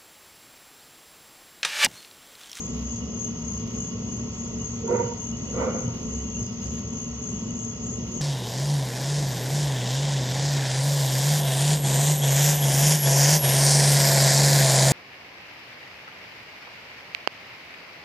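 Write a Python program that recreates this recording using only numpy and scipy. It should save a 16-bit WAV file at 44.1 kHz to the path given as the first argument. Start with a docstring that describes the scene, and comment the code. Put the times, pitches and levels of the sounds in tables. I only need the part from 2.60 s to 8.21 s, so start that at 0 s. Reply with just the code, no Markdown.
"""Night in a wood. From the start a far machine hums, and a chorus of crickets, each wing stroke a short
tone, swells about three times a second over steady trillers and lower tree crickets.
At 2.3 s an animal barks in hooting yelps, at 3.0 s again, hoarsely: a rough tone in throat noise.
From the first bark to about 4.8 s a raccoon bolts over the leaf litter with a few soft thumps.
Crickets and hum carry on to the end."""
import sys
import numpy as np
from scipy import signal
from scipy.fft import rfft, irfft, next_fast_len
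from scipy.io import wavfile
from scipy.ndimage import map_coordinates

SR = 44100
rng = np.random.default_rng(int(sys.argv[2]) if len(sys.argv) > 2 else 0)


def generate_wav(signal):
    """Clip the signal to [-1, 1] and save it as 16-bit WAV at the path in sys.argv[1]."""
    frames = np.transpose(np.atleast_2d(signal))
    scaled = np.clip(frames, -1, 1) * 32767
    pcm = np.round(scaled).astype(np.int16)
    wavfile.write(sys.argv[1], SR, pcm)


N = 247401
TIME = np.arange(N) / SR

# Table levels are relative. pan: left minus right. lead: left phase lead. half: half width at 1/e.
# stereo coherence: f/Hz, coherence/1
COHERENCE = [(100, .99), (250, .96), (450, .9), (1000, .7), (1400, .6), (2000, .75), (4000, .65),
             (6500, .85)]
# stereo balance: f/Hz, pan/dB
STEREO_PAN = [(100, .2), (180, 1.3), (280, 2.4), (330, -4.5), (430, -9), (510, -3), (600, -2), (690, 7),
              (800, 0), (950, -6), (1300, 1), (2000, -2), (2900, -5), (4100, -1), (5000, -3), (6050, 4),
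              (6250, -8), (6550, 6)]
# stereo phase: f/Hz, lead/rad
STEREO_LEAD = [(190, 0), (250, -.45), (320, -1.3), (430, .3), (480, -.3), (620, -.1), (750, -2.3),
               (1000, -5), (1400, -7.2), (2000, -8.3), (2900, -10), (3400, -8.5), (4200, -9), (5000, -10.3),
               (5900, -10), (6250, -14.2)]
# night air: f/Hz, density/dB
AIR_SPECTRUM = [(410, -35), (700, -14.5), (744, 2), (864, -10.5), (935, 3), (1000, -7), (1090, 2),
                (1160, -9), (1340, -5.5), (1560, -16.5), (1635, -14), (1720, -20), (1940, -6),
                (2310, -10.5), (2650, -4.5), (2870, -9), (3100, -11), (3250, -12), (3500, -21),
                (3680, -12.5), (4250, -13.5), (4380, -11.5), (4560, -9.5), (4700, -10), (4830, -17.5),
                (5050, -11), (5250, -11.5), (5500, -9), (5700, -13.5), (7410, -48), (12500, -120)]
# low rumble: f/Hz, density/dB
RUMBLE_SPECTRUM = [(15, -43.5), (25, -29), (54, -11.5), (114, -2.5), (140, -9), (233, -1), (263, -8),
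                   (320, -18.5), (366, -13.5), (407, -19), (438, -14.5), (465, -16.5), (591, -23.5),
                   (860, -28), (900, -40.5), (1170, -57.5), (1980, -120)]
# faint top hiss: f/Hz, density/dB
HISS_SPECTRUM = [(8000, -22), (11500, -13), (14000, 8)]
# machine hum, two close lines beating near 6 Hz: f/Hz, level/dB
HUM_LINES = [(120, -44), (160.7, -48.5), (229.6, -46.5), (235.3, -37.5), (356, -57), (436.0, -50.5),
             (599, -58.5), (727.5, -63), (942.1, -62.5), (1061, -65.5), (1238, -71), (1292, -64)]
# machine resonances: f/Hz, width/Hz, level/dB
CASING_MODES = [(66.9, 8, -46.5), (109, 9.3, -48), (163.7, 5.8, -51), (198.3, 26, -48)]
# swells of the deepest drone: t/s, level/dB, half/s
DRONE_LEVELS = [(.19, -33, 0.12), (.46, -34.5, 0.047), (2.72, -38.5, 0.094), (3.61, -34.5, 0.069),
                (4.08, -36, 0.035)]
# steady crickets: f/Hz, strokes/Hz, level/dB, pan/dB, lead/rad
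TRILLER_VOICES = [(6710, 49, -61.5, -2.5, 1), (6300, 64, -53.5, -8.5, -2.5), (5910, 51, -57, 6, 2),
                  (5850, 69, -56.5, 2, 2.5), (6030, 81, -58.5, 1, 3)]
# far crickets: f/Hz, level/dB, pan/dB, waver/Hz
FAR_WHINES = [(4640, -73.5, 9.5, 79), (4710, -74.5, 11.5, 34), (5100, -77.5, -1.5, 30), (5210, -74, -4, 36),
              (5770, -73, 1, 24), (6180, -57, 0.5, 21), (6380, -62.5, -1.5, 20), (6500, -58.5, 5, 18),
              (6560, -61, 7, 21), (6670, -58.5, 4, 18), (6790, -61.5, 1.5, 16), (6840, -61, 6.5, 14),
              (7000, -61, 1.5, 20)]
# farthest insects: f/Hz, density/dB
INSECT_SPECTRUM = [(3120, -56.5), (5300, -27.5), (5580, -18.5), (5890, -19.5), (6280, -8), (6480, 4.5),
                   (6690, -6), (7010, -19.5), (7260, -6), (7410, -31.5), (9630, -55), (16300, -120)]
# lone triller: t/s, level/dB
SOLO_LEVEL = [(0.0, -66.5), (2.3, -69), (2.55, -73.5), (3.25, -72.5), (3.35, -68.5), (3.77, -74),
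              (3.84, -61), (3.93, -65), (4.02, -59), (4.12, -68), (4.22, -72), (4.4, -68), (4.6, -77),
              (5.12, -67), (5.61, -67)]
# trilling tree crickets: f/Hz, strokes/Hz, level/dB, pan/dB, lead/rad
TREE_LOW_VOICES = [(2806, 59, -5, -6, 2), (2858, 68, -0.5, -8.5, 1.7), (2950, 52, 1, -6.5, 0.55)]
# their trill: t/s, level/dB
TREE_TRILL_LEVEL = [(0, -60.5), (1.4, -60.5), (1.8, -64.5), (2.5, -61), (2.75, -57.5), (3.3, -59.5),
                    (4.5, -59.5), (5.61, -60)]
# higher tree crickets: f/Hz, strokes/Hz, level/dB, pan/dB, lead/rad
TREE_HIGH_VOICES = [(3246, 61, -66, -4.5, 1.5), (3347, 60, -67, -5.5, -3), (3420, 54, -68, -2.5, -1.5)]
# one tree cricket's clear chirps: t/s, level/dB, f/Hz
TREE_CHIRP_NOTES = [(0.205, -56, 2867), (0.309, -56.0, 2917), (0.431, -54.3, 2913), (0.572, -53, 2852),
                    (0.665, -54, 2927), (0.832, -60, 2867), (1.006, -55, 2845), (1.211, -52.5, 2926),
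                    (1.334, -55, 2890), (1.491, -56.0, 2914), (2.024, -57, 2836), (2.472, -56.7, 2939),
                    (2.611, -57, 2875), (2.748, -51, 2919), (2.89, -53.5, 2859), (3.013, -56, 2915),
                    (3.126, -54.2, 2925), (3.276, -57, 2988), (3.359, -55.5, 2819), (3.567, -56.7, 2868),
                    (3.666, -55, 2863), (3.799, -53, 2868), (3.885, -52.5, 2868), (4.046, -55.5, 2888),
                    (4.292, -60.1, 2992), (4.483, -60, 2902), (4.731, -57, 2844), (4.898, -54.3, 2923),
                    (5.015, -56, 2872), (5.152, -55.8, 2860), (5.377, -54.5, 2836), (5.587, -55.6, 2979)]
# chorus, main group: f/Hz, strokes/Hz, level/dB, pan/dB, lead/rad
CHORUS_MAIN = [(6490, 68, -1.5, 10, -1.7), (6485, 42, -4, 6, -2), (6453, 57, -1, -2.5, -1.8),
               (6280, 64, -7.5, -8.5, -0.93), (6500, 115, -3.5, 11, -1.34)]
# chorus, high group: f/Hz, strokes/Hz, level/dB, pan/dB, lead/rad
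CHORUS_HIGH = [(7017, 56, 0, 0, -2.5), (6730, 34, -1, 9.5, 2.5), (7080, 64, -1, -1, -2),
               (7044, 96, -7.5, -7, -2.5), (6750, 45, -1.5, 2, 1)]
# chorus chirps, longer and weaker when out of step: t/s, main level/dB, high level/dB, half/s
CHORUS_CHIRPS = [(0.01, -36.5, -37, 0.12), (0.326, -35.5, -39, 0.08), (0.63, -32.5, -41.5, 0.075),
                 (0.918, -33, -38.5, 0.086), (1.224, -33.5, -38.5, 0.088), (1.55, -39.5, -43.5, 0.12),
                 (1.824, -39.5, -38, 0.091), (2.075, -37, -41, 0.12), (2.374, -37, -45, 0.15),
                 (2.655, -36.5, -41, 0.095), (2.948, -40.5, -45, 0.2), (3.214, -34, -42, 0.091),
                 (3.555, -37, -41, 0.14), (3.796, -36, -40, 0.1), (4.105, -36.5, -40, 0.1),
                 (4.395, -36, -41, 0.098), (4.7, -38.5, -40, 0.16), (5.018, -37, -40, 0.12),
                 (5.292, -36.5, -36, 0.085), (5.564, -35, -36, 0.06)]
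# paws landing: t/s, level/dB, f/Hz
PAW_FALLS = [(2.259, -27.5, 220), (2.335, -27, 210), (2.444, -28, 124), (2.989, -36, 118),
             (3.056, -29, 219), (3.091, -32, 121), (3.245, -26.5, 124), (3.279, -25, 118),
             (3.811, -28, 120), (4.615, -29.5, 225), (4.723, -30.5, 201), (4.823, -27, 212)]
# a sharp cricket click at 2.02 s, then twigs ticking and scraping: t/s, level/dB, half/s
CLICKS = [(2.02, -54, .0015), (2.902, -49, .004), (2.943, -49, .02), (3.033, -55, .008), (3.156, -51, .002),
          (3.222, -55, .002), (4.37, -58, .002), (4.87, -47, 0.0088)]
# click noise, cricket and twigs alike: f/Hz, density/dB
CLICK_SPECTRUM = [(2000, -26.5), (5000, -11), (7000, 8), (7900, -12), (8800, -42), (12000, -61)]
# leaves stirred: t/s, level/dB, half/s
LEAF_RUSTLES = [(0.2, -56, 0.06), (.46, -70, 0.032), (.67, -70, 0.066), (0.81, -65.5, 0.044),
                (1.1, -59, 0.095), (1.94, -65, 0.038), (2.203, -60, 0.032), (2.7, -66, 0.06),
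                (2.91, -62, 0.052), (3.02, -59, 0.058), (3.22, -71.5, 0.076), (3.368, -57.5, 0.061),
                (3.56, -73, 0.03), (3.92, -64, .05), (4.032, -55.5, 0.068), (4.168, -55, 0.055),
                (4.25, -67.5, 0.054), (4.41, -64.5, 0.07), (4.68, -74, 0.067), (4.895, -65, 0.034),
                (5.08, -76.5, .05), (5.51, -56, 0.082)]
# leaf crackle: f/Hz, density/dB
LEAF_SPECTRUM = [(500, -19), (1300, -8), (3200, -3), (5000, -8), (7000, -12), (8300, -34.5), (10500, -17),
                 (15500, -24.5)]
# pitch of barks and yelps: t/s, f/Hz
VOICE_PITCH = [(2.22, 456.8), (2.3, 466.7), (2.335, 492), (2.37, 482.4), (2.41, 484), (2.6, 471),
               (2.95, 471), (3.02, 494.6), (3.07, 515), (3.3, 500)]
# throat noise, hooting bark: f/Hz, density/dB
HOOT_SPECTRUM = [(160, -48), (250, -15.5), (312, -20), (351, -6.5), (410, -9), (484, -7), (550, -14),
                 (631, -23.5), (690, -18.5), (820, -25.5), (925, -15), (1020, -25.5), (1250, -30.5),
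                 (1380, -23.5), (1520, -32), (1720, -47), (1980, -27), (2200, -38.5), (2350, -35),
                 (2650, -43.5), (3770, -79.5), (6380, -120)]
# throat noise, hoarse bark: f/Hz, density/dB
HOARSE_SPECTRUM = [(130, -32), (230, 3.5), (303, -6), (372, -9.5), (440, -1), (513, 3), (572, -4),
                   (782, -8.5), (880, -7.5), (1020, -12.5), (1400, -10), (1560, -22.5), (1660, -26),
                   (1820, -34), (1950, -15), (2100, -22), (2330, -19.5), (2600, -39), (2900, -42.5),
                   (3770, -59.5), (6380, -120)]
# barks: t at full force/s, hold/s, fade/(dB/s), tone/dB, rasp/dB, jitter/1, flutter/dB, mouth lag/s
BARK_CALLS = [(2.308, 0.085, 150, -41.5, -27.5, 0.02, 3, .008),
              (2.999, 0.029, 73.5, -40.5, -27, 0.029, 3, -0.0029)]
# voice catching and sounding clear: t/s, half/s, tone/dB, octave/dB
YELP_NOTES = [(2.247, 0.016, -35, -58.5), (2.294, 0.013, -28.5, -34.5), (2.323, 0.016, -22.5, -52),
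              (2.35, 0.019, -21.5, -35), (2.385, 0.016, -50, -32.5), (2.407, 0.012, -29.5, -29),
              (2.439, 0.012, -37, -46), (2.486, 0.024, -37, -47.5), (2.521, 0.017, -40, -40),
              (2.579, 0.015, -50, -49), (2.94, 0.02, -40.5, -58), (2.977, 0.016, -36.5, -53),
              (3.021, 0.01, -31.5, -41), (3.059, 0.014, -36, -46), (3.082, 0.013, -32, -50),
              (3.289, 0.014, -58, -47.5)]
# microphone treble roll-off: f/Hz, gain/dB
ROLL_OFF = [(7100, 1.5), (7400, -9), (7900, -32.5), (9000, -55)]


def amp(db):
    """dB to gain."""
    return 10 ** (np.asarray(db) / 20)


def unit(x):
    """Scale to rms 1."""
    return x / np.sqrt(np.mean(np.abs(x) ** 2) + 1e-20)


def along(points, hz):
    """Interpolate (f/Hz, value) on a log axis."""
    f, v = np.transpose(points)
    return np.interp(np.log(hz + 1), np.log(f + 1), v)


def curve(points):
    """Interpolate (t/s, value) per sample."""
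    return np.interp(TIME, *np.transpose(points))


def wobble(rate_hz):
    """Smooth random curve, knots at rate_hz."""
    return map_coordinates(rng.standard_normal(int(N * rate_hz / SR) + 4), [TIME * rate_hz])


def swells(rows):
    """Gaussian swells (t/s, level/dB, half/s), summed in power."""
    return np.sqrt(sum((amp(db) * np.exp(-((TIME - t_s) / half_s) ** 2)) ** 2 for t_s, db, half_s in rows))


def envelope(t_s, hold_s, rise_db_per_s, fade_db_per_s):
    """Rise to 1 at t_s, hold, fade."""
    before_s, after_s = np.maximum(t_s - TIME, 0), np.maximum(TIME - t_s - hold_s, 0)
    return amp(-rise_db_per_s * before_s - fade_db_per_s * after_s)


def filtered(x, response):
    """FFT filter, gain response(hz)."""
    size = next_fast_len(N + SR // 2)
    return irfft(rfft(x, size) * response(np.fft.rfftfreq(size, 1 / SR)), size)[..., :N]


def stereo_response(hz):
    """Gain and phase at the two microphones."""
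    sides = np.array([[.5], [-.5]])
    return amp(sides * along(STEREO_PAN, hz)) * np.exp(1j * sides * along(STEREO_LEAD, hz))


def noise(spectrum):
    """Partly coherent stereo noise, rms 1."""
    def mid_side(hz):
        angle_rad = np.arccos(np.clip(along(COHERENCE, hz), -1, 1)) / 2
        return amp(along(spectrum, hz)) * [np.cos(angle_rad), np.sin(angle_rad)]
    mid, side = filtered(rng.standard_normal((2, N)), mid_side)
    return unit(filtered(np.array([mid + side, mid - side]), stereo_response))


def tone(hz, pan_db, lead_rad):
    """Stereo sine on a pitch curve, rms 1 before panning."""
    sides = np.array([[.5], [-.5]])
    return np.sqrt(2) * amp(sides * pan_db) * np.sin(2 * np.pi * np.cumsum(hz) / SR + sides * lead_rad)


def woods(x, wet_db, t60_s):
    """Add scatter from trunks and leaves."""
    t_s = TIME[:SR // 2]
    tail = rng.standard_normal((2, len(t_s))) * amp(-60 * t_s / t60_s)
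    tail /= np.linalg.norm(tail, axis=1, keepdims=True)
    return x + amp(wet_db) * signal.fftconvolve(x, tail, axes=1)[:, :N]


def night_air():
    """Surging rumble under a soft hiss."""
    rumble = amp(-37.5 + 2.5 * np.tanh(wobble(10))) * noise(RUMBLE_SPECTRUM)
    return rumble + amp(-50 + .42 * wobble(5.2)) * noise(AIR_SPECTRUM)


def machine():
    """Far machine: swelling drone, wavering hum lines, rumble in narrow resonances."""
    def resonance(centre_hz, width_hz):
        return unit(filtered(rng.standard_normal(N), lambda hz: np.exp(-((hz - centre_hz) / width_hz) ** 2)))
    drone = swells(DRONE_LEVELS) * np.sin(2 * np.pi * np.cumsum(64.7 + 1.6 * wobble(12)) / SR)
    hum = np.zeros((2, N))
    for hz, db in HUM_LINES:
        gain = amp(db - 4 + .55 * wobble(8.2))
        hum += gain * tone(hz + .51 * wobble(12), along(STEREO_PAN, hz), along(STEREO_LEAD, hz))
    casing = sum(amp(db) * resonance(hz, width_hz) for hz, width_hz, db in CASING_MODES)
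    return drone + hum + filtered(casing, stereo_response)


def stridulate(voices, scatter, droop, uneven_db):
    """One short, sagging tone per wing stroke; scatter and droop are fractions of the pitch."""
    song = np.zeros((2, N))
    for hz, stroke_hz, db, pan_db, lead_rad in voices:
        stroke, part = np.divmod(np.cumsum(stroke_hz * np.exp(.1 * wobble(20))) / SR, 1)
        detune, size = rng.standard_normal((int(stroke[-1]) + 1, 2))[stroke.astype(int)].T
        pitch_hz = hz * (1 + scatter * detune - droop * (part - .5))
        song += amp(db + uneven_db * size) * np.sin(np.pi * part) ** 2 * tone(pitch_hz, pan_db, lead_rad)
    return song


def trillers():
    """Crickets that never pause: one stands apart, the farthest blur to whines and hiss."""
    near = woods(stridulate(TRILLER_VOICES, scatter=.007, droop=.037, uneven_db=3), wet_db=-6, t60_s=.23)
    far = np.zeros((2, N))
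    for hz, db, pan_db, waver_hz in FAR_WHINES:
        gain = amp(db + 2.2 * wobble(7.6) + 2.4 * wobble(50))
        far += gain * tone(hz + waver_hz * wobble(90), pan_db, -1.44)
    strokes = 1 + .8 * np.sin(2 * np.pi * np.cumsum(58 + 4 * wobble(6.5)) / SR)
    solo_gain = amp(curve(SOLO_LEVEL) - 2.5 + 1.8 * wobble(40))
    solo = solo_gain * strokes * tone(4998 + 25 * wobble(110), -9, -1.3)
    return near + far + woods(solo, wet_db=-1.5, t60_s=.21) + amp(-53.5) * noise(INSECT_SPECTRUM)


def tree_crickets(chirp_half_s=.023):
    """Lower, purer chirps from the branches over soft trills, blurred by distance."""
    t_s, _, hz = np.transpose(TREE_CHIRP_NOTES)
    chirp_gain = swells((at_s, db - .5, chirp_half_s) for at_s, db, _ in TREE_CHIRP_NOTES)
    chirp_gain *= amp(1.2 * wobble(140))
    chirps = chirp_gain * tone(np.interp(TIME, t_s, hz) + 20 * wobble(170), -5.5, 1.9)
    trill = stridulate(TREE_LOW_VOICES, scatter=.012, droop=.0062, uneven_db=4)
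    trill = unit(woods(trill, wet_db=-.5, t60_s=.16))
    trill *= amp(curve(TREE_TRILL_LEVEL) + .75 * wobble(24))
    low = woods(chirps + trill, wet_db=-11, t60_s=.25)
    high = stridulate(TREE_HIGH_VOICES, scatter=.012, droop=.013, uneven_db=2.5)
    return low + woods(high, wet_db=.5, t60_s=.15)


def chorus():
    """Two groups of crickets chirp together; stragglers fill the lulls."""
    t_s, main_db, high_db, half_s = np.transpose(CHORUS_CHIRPS)
    def gain(db, lull_db):
        return np.hypot(swells(zip(t_s, db, half_s)), amp(lull_db)) * amp(.85 * wobble(25))
    main = stridulate(CHORUS_MAIN, scatter=.0043, droop=.028, uneven_db=2)
    main = unit(woods(main, wet_db=-5.5, t60_s=.72))
    high = stridulate(CHORUS_HIGH, scatter=.0036, droop=.009, uneven_db=2.5)
    high = unit(woods(high, wet_db=-4.5, t60_s=.3))
    return gain(main_db - 2.5, lull_db=-48) * main + gain(high_db - 5.5, lull_db=-64.5) * high


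def clicks():
    """Short noise bursts: one sharp cricket click, then twigs ticking and scraping."""
    gain = sum(amp(db) * np.exp(-np.abs(TIME - t_s) / half_s) for t_s, db, half_s in CLICKS)
    return gain * noise(CLICK_SPECTRUM)


def raccoon(attack_s=.0029, t60_s=.14):
    """Paws thud on soft soil; dry leaves crackle faintly."""
    thuds = np.zeros(N)
    for t_s, db, hz in PAW_FALLS:
        age_s = np.maximum(TIME - t_s, 0)
        gain = amp(db + 5.5 - 60 * age_s / t60_s) * (1 - np.exp(-age_s / attack_s))
        thuds += gain * np.sin(2 * np.pi * hz * age_s)
    stir = amp(-89) + swells(LEAF_RUSTLES)
    grains = rng.standard_normal((2, N)) * (rng.random(N) < .04) * amp(3.5 * np.tanh(wobble(90)))
    leaves = unit(filtered(grains, lambda hz: amp(along(LEAF_SPECTRUM, hz))))
    return thuds + stir * leaves * amp([[-1.5], [4.5]])


def yelps(jitter=.014, octave_hz=940):
    """Short clear tones on the bark's pitch; their octave rings longest among the trees."""
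    t_s, half_s, tone_db, octave_db = np.transpose(YELP_NOTES)
    pitch_hz = curve(VOICE_PITCH) * (1 + jitter * wobble(130))
    flutter = amp(1.2 * wobble(170))
    low = flutter * swells(zip(t_s, tone_db, half_s)) * tone(pitch_hz, -3.5, -.2)
    high = flutter * swells(zip(t_s, octave_db, half_s)) * tone(octave_hz + 10 * wobble(140), -8.5, 1.7)
    return woods(low, wet_db=-16, t60_s=.55) + woods(high, wet_db=-12, t60_s=1)


def bark(call, spectrum, mouth_hz=800, break_s=2.384, break_half_s=.013):
    """Rough voiced tone in throat noise that brightens as the mouth opens."""
    t_s, hold_s, fade_db_per_s, tone_db, rasp_db, jitter, flutter_db, lag_s = call
    pitch_hz = curve(VOICE_PITCH) * (1 + jitter * wobble(130))
    undertone = amp(-5) * tone(pitch_hz * .75, -6.5, -.91)  # uneven vibration
    voiced = amp(tone_db - 5 + flutter_db * wobble(150)) * (tone(pitch_hz, -1, -.1) + undertone)
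    rasp = amp(rasp_db + .99 * wobble(70)) * noise(spectrum)
    dull = filtered(rasp, lambda hz: 1 / (1 + (hz / mouth_hz) ** 8))
    chest = envelope(t_s, hold_s, 237.5, fade_db_per_s)
    chest *= amp(-13.5 * swells([(break_s, 0, break_half_s)]))  # dips as the voice flips to the octave
    mouth = amp(1.5) * envelope(t_s + lag_s, hold_s, 342, fade_db_per_s)
    return chest * (voiced + dull) + mouth * (rasp - dull)


def barks():
    """First bark breaks into yelps, second is mostly rasp; both trail off among the trees."""
    calls = bark(BARK_CALLS[0], HOOT_SPECTRUM) + bark(BARK_CALLS[1], HOARSE_SPECTRUM)
    return woods(calls, wet_db=-11.5, t60_s=.78) + yelps()


def scene():
    """Cricket song, machine, air and barks through the roll-off; clicks, raccoon, top hiss bypass it."""
    mix = chorus() + trillers() + tree_crickets() + machine() + night_air() + barks()
    hiss = amp(-78) * noise(HISS_SPECTRUM)
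    return filtered(mix, lambda hz: amp(along(ROLL_OFF, hz))) + clicks() + raccoon() + hiss


def record(dry):
    """Brick-wall low-pass, 15750 Hz."""
    return filtered(dry, lambda hz: hz < 15750)


dry = scene()
out = record(dry)
generate_wav(out)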